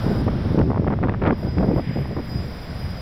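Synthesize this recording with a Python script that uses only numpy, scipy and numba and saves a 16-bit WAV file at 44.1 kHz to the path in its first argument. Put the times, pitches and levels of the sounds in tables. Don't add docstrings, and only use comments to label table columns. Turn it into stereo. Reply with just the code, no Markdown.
import sys
import numpy as np
from scipy import signal
from scipy.fft import rfft, irfft, next_fast_len
from scipy.io import wavfile
from scipy.ndimage import map_coordinates
from numba import njit

SR = 44100
rng = np.random.default_rng(int(sys.argv[2]) if len(sys.argv) > 2 else 0)


def bounce(signal):
    frames = np.transpose(np.atleast_2d(signal))
    limited = np.clip(frames, -1, 1)
    pcm = np.round(limited * 32767).astype(np.int16)
    wavfile.write(sys.argv[1], SR, pcm)


N = 132741


def undb(db):
    return 10 ** (np.asarray(db) / 20)


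def unit(x):
    return x / np.sqrt(np.mean(x ** 2) + 1e-20)


def curve(rows, axis=1):
    rows = np.array(rows, float)
    return np.interp(np.arange(N) / SR, rows[:, 0], rows[:, axis])


def colour(x, points):
    pitch_hz, gain_db = np.array(points, float).T
    size = next_fast_len(N)
    bin_hz = np.maximum(np.fft.rfftfreq(size, 1 / SR), 1)
    gain = undb(np.interp(np.log(bin_hz), np.log(pitch_hz), gain_db))
    return irfft(rfft(x, size) * gain, size)[:N]


def noise(points):
    return unit(colour(rng.standard_normal(N), points))


def walk(hz):
    values = rng.standard_normal(4096)
    return map_coordinates(values, [np.arange(N) / SR * hz], order=3, mode="mirror")


def ringing(modes):
    total = np.zeros(N)
    for pitch_hz, width_hz, level_db in modes:
        b, a = signal.iirpeak(pitch_hz, pitch_hz / width_hz, SR)
        total += undb(level_db) * unit(signal.lfilter(b, a, rng.standard_normal(N)))
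    return total


@njit
def lowpass(x, corner_hz):
    out, band, low = np.empty(len(x)), 0., 0.
    for i in range(len(x)):
        g = np.tan(np.pi * corner_hz[i] / SR)
        middle = (band + g * (x[i] - low)) / (1 + g * (g + 1.3))
        out[i] = low + g * middle
        band = 2 * middle - band
        low = 2 * out[i] - low
    return out


def breeze():
    # start_s [s], left_db [dB], right_db [dB]
    breeze_levels = [(0, -22, -25), (.3, -16, -28.5), (.5, -26.5, -21.5), (.75, -20, -22.5),
                     (1.05, -15.5, -31.5), (1.25, -24, -21.5), (1.4, -25.5, -23.5), (1.7, -21.5, -22.5),
                     (1.9, -21.5, -28.5), (2.2, -26.5, -28), (2.45, -33, -22), (2.65, -29, -33.5),
                     (2.87, -31.5, -24.5), (3, -35, -34)]
    # pitch_hz [Hz], relative_db [dB per Hz]
    breeze_colour = [(20, -30.5), (40, -14), (65, -4.5), (110, -4.5), (200, -10), (350, -21), (600, -32.5),
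                     (1200, -57), (3000, -82.5)]
    left = noise(breeze_colour) * undb(curve(breeze_levels, axis=1))
    right = noise(breeze_colour) * undb(curve(breeze_levels, axis=2))
    return np.array([left, right])


def wheels():
    # pitch_hz [Hz], relative_db [dB per Hz]
    roll_colour = [(30, 6), (100, 7), (190, 8), (350, -3.5), (550, 2.5), (1000, -3), (1500, -5),
                   (2000, -11), (2800, -17.5), (3500, -14.5), (5000, -31.5), (7000, -60)]
    # start_s [s], level_db [dB]
    roll_levels = [(0, -25.5), (.25, -29), (.55, -28.5), (.65, -37.5), (1.2, -37), (1.45, -33.5),
                   (1.8, -37), (2.2, -34.5), (3, -32.5)]
    # pitch_hz [Hz], width_hz [Hz], level_db [dB beside the roar]
    wheel_modes = [(760, 180, -19.5), (985, 16, -23), (1522, 16, -23)]
    # pitch_hz [Hz], width_hz [Hz], relative_db [dB]
    flange_modes = [(2085, 770, -1.5), (3330, 480, -7.5)]
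    # start_s [s], level_db [dB]
    rub_levels = [(1.5, -52.5), (1.75, -47), (1.92, -40.5), (2.1, -47.5), (3, -47.5)]
    waver_db = 0.41 * walk(17)
    rolling = noise(roll_colour) + ringing(wheel_modes)
    roar = rolling * undb(curve(roll_levels) + waver_db)
    rub = colour(ringing(flange_modes), [(800, -6), (1800, 8), (3500, -0.5), (6500, -27)])
    return roar + undb(curve(rub_levels)) * rub


def wet_road():
    # pitch_hz [Hz], relative_db [dB per Hz]
    hiss_colour = [(1500, -16.5), (2800, -4.5), (3500, 0.5), (4400, 1), (5050, 8.5), (5650, 0),
                   (6400, -19.5), (7700, -20.5), (9500, -8.5), (12000, -13.5), (15500, -16)]
    # start_s [s], level_db [dB]
    hiss_levels = [(0, -41.5), (.15, -43), (.3, -47), (.55, -46), (.72, -52), (1.1, -56.5), (1.3, -54.5),
                   (1.45, -49), (1.65, -50), (2.15, -50), (2.4, -45), (3, -44.5)]
    full_db, tilt = -39.5, 0.42
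    flicker_db, flicker_hz = 2, 69.5
    hiss, level_db = noise(hiss_colour), curve(hiss_levels)
    treble = colour(hiss, [(5800, -60.5), (6800, 0)])
    rest = hiss - treble
    treble_db = tilt * np.minimum(level_db - full_db, 0) + flicker_db * walk(flicker_hz)
    return undb(level_db) * (rest + treble * undb(treble_db))


def inverter():
    # [dB, base level of the overtones]
    whine_levels = [(0, -43.5, -65.5), (.2, -45.5, -66), (.25, -58, -88), (.7, -74, -93.5),
                    (1.31, -72, -95), (1.33, -49, -84), (1.385, -49.5, -68), (1.55, -48, -75),
                    (1.95, -44.5, -67), (2.22, -50, -71), (2.31, -38, -63), (2.37, -37, -67),
                    (2.45, -48, -65.5), (3, -44.5, -68)]
    # multiple [times the switching rate], relative_db [dB added to overtones_db]
    whine_partials = [(3, 0), (4, 3), (5, 5.5), (6, -0.8)]
    switch_hz, wander_hz = 2473.8, 2.2
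    sag_hz, sag_s = 5, 0.84
    echo_share, echo_hz = 0.3, 114
    fade_db = 1.4
    t = np.arange(N) / SR
    rate_hz = switch_hz + sag_hz * np.exp(-t / sag_s) + wander_hz * walk(45)
    phase = 2 * np.pi * np.cumsum(rate_hz) / SR
    partials = [(2, 2.4, curve(whine_levels))]
    for multiple, relative_db in whine_partials:
        partials.append((multiple, multiple, relative_db + curve(whine_levels, axis=2)))
    tones = np.zeros(N)
    for multiple, depth, level_db in partials:
        echoes = echo_share * (walk(echo_hz) + 1j * walk(echo_hz))
        fading_db = fade_db * depth / 2 * walk(18)
        tone = np.real((1 + echoes) * np.exp(1j * multiple * phase))
        tones += undb(level_db + fading_db) * tone
    return np.sqrt(2) * tones


def gusts():
    # start_s [s], length_s [s], level_db [dB], corner_hz [Hz], port [0 left, 1 right]
    gust_rows = [(0.043, 0.087, -14, 426, 0), (0.149, 0.078, -20, 540, 0), (0.266, 0.026, -13, 650, 0),
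                 (0.322, 0.071, -21.5, 293, 0), (0.449, 0.025, -12.5, 270, 0),
                 (0.505, 0.015, -12.5, 243, 0), (0.545, 0.024, -12, 328, 0), (0.575, 0.023, -8, 600, 0),
                 (0.584, 0.025, -16.5, 220, 1), (0.598, 0.022, -13, 1100, 0), (0.623, 0.016, -14.5, 300, 1),
                 (0.628, 0.03, -14, 258, 0), (0.66, 0.045, -14, 270, 1), (0.684, 0.033, -14.5, 615, 0),
                 (.785, 0.086, -20.5, 298, 1), (0.795, 0.0058, -7.5, 480, 0), (0.866, 0.017, -11.5, 590, 0),
                 (0.902, 0.037, -14, 1015, 0), (1.001, 0.055, -21, 330, 0), (1.028, 0.022, -13, 1290, 0),
                 (1.082, 0.014, -16, 1900, 0), (1.11, .016, -20, 800, 0), (1.216, 0.034, -14, 1400, 0),
                 (1.255, 0.043, -11.5, 1620, 0), (1.304, 0.027, -12, 720, 0),
                 (1.426, 0.0606, -18.5, 520, 0), (1.568, 0.055, -12.5, 480, 0), (1.627, 0.02, -12, 720, 0),
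                 (1.6, 0.12, -26, 378, 1), (1.66, 0.08, -12, 480, 0), (1.759, 0.043, -13, 614, 0),
                 (1.894, 0.016, -17.5, 317, 0), (1.957, 0.062, -16, 332, 0), (2.09, 0.042, -23, 476, 0),
                 (2.166, 0.033, -17.5, 686, 0), (2.299, 0.11, -25.5, 204, 0), (2.342, 0.031, -17.5, 114, 1)]
    # pitch_hz [Hz], relative_db [dB per Hz]
    turbulence = [(20, -24.5), (60, -4), (130, 2.5), (300, -2), (700, -10), (1500, -16.5), (2500, -24),
                  (4000, -31.5), (5500, -39), (6800, -60.5)]
    attack_s, release_s = 0.0018, 0.0071
    eddy_hz, eddy_db, eddy_octaves = 172, 1.5, 0.38
    out, t = np.zeros((2, N)), np.arange(N) / SR
    eddies = [walk(eddy_hz) for _ in out]
    pressure = [noise(turbulence) * undb(eddy_db * eddy) for eddy in eddies]
    for start_s, length_s, level_db, corner_hz, port in gust_rows:
        side = int(port > .5)
        edges_s = [start_s - attack_s, start_s + length_s + 6 * release_s]
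        span = slice(*np.searchsorted(t, edges_s))
        age = t[span] - start_s
        rise = np.clip(age / attack_s + .5, 0, 1)
        fall = np.exp(-np.maximum(age - length_s, 0) / release_s)
        force = rise * fall
        moving_hz = corner_hz * np.sqrt(force) * 2 ** (eddy_octaves * eddies[side][span])
        burst = lowpass(pressure[side][span] * force, np.clip(moving_hz, 40, SR / 4))
        out[side, span] += undb(level_db) * unit(burst) * np.sqrt(np.mean(force ** 2))
    return out


def cracks():
    # start_s [s], level_db [dB, before the final colouring], corner_hz [Hz]
    crack_rows = [(.591, -8, 5500), (0.614, -11.5, 1500), (.704, -12.5, 1000), (.716, -13, 1300),
                  (.732, -16, 1100), (0.745, -12.5, 1200), (0.761, -13.5, 1200), (.773, -12, 900),
                  (0.778, -12, 1250), (.82, -15, 600), (0.845, -17, 1000), (.876, -12, 2100),
                  (.882, -9, 1300), (0.913, -15, 1500), (.929, -14.5, 1700), (.989, -17, 1100),
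                  (1.037, -7.5, 1800), (1.072, -16, 1400), (1.095, -7, 2500), (1.139, -15, 1600),
                  (1.146, -13, 1700), (1.221, -10, 1500), (1.253, -9, 1900), (1.265, -8, 2600),
                  (1.308, -8, 2100), (1.329, -10, 1200), (1.584, -6.5, 2500), (1.632, -12, 900),
                  (1.779, -14.5, 1000), (1.971, -15, 950), (2.056, -21, 1000)]
    tear, decay_s = 0.17, 0.0016
    out, air = np.zeros(N), rng.standard_normal(N)
    length = SR // 20
    age = np.arange(length) / SR
    for start_s, level_db, corner_hz in crack_rows:
        start = int(start_s * SR)
        span = slice(start, start + length)
        front = age == 0
        push = front + tear * air[span] * np.exp(-age / decay_s)
        steady_hz = np.full(length, float(corner_hz))
        slap = lowpass(lowpass(push, steady_hz), steady_hz)
        out[span] += undb(level_db) * SR / (2 * corner_hz) * slap
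    left = colour(out, [(100, -5), (500, 2), (2000, -0.5), (5000, -11), (7500, -21)])
    return np.array([left, np.zeros(N)])


def scene():
    # pitch_hz [Hz], gain_db [dB]
    right_port = [(100, 13.5), (350, -4.5), (600, -1.5), (1000, -12.5), (1600, -20.5), (2800, -19.5),
                  (3600, -33.5), (5000, -37.5), (7000, -29), (15000, -19.5)]
    roar, whine = wheels(), inverter()
    shared = colour(roar, [(600, -9.5), (1400, -13.0), (3000, -30.0)])
    diffuse = colour(wheels(), [(600, -9.5), (1400, 3.5)])
    left = roar + wet_road() + whine
    right = colour(shared + diffuse + wet_road() + whine, right_port)
    return np.array([left, right]) + breeze() + gusts() + cracks()


def record(dry):
    top_hz = 15750
    held = dry / (1 + dry ** 8) ** (1 / 8)
    top_cut = signal.ellip(10, .1, 80, top_hz, fs=SR, output="sos")
    return signal.sosfilt(top_cut, held)


dry = scene()
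out = record(dry)
bounce(out)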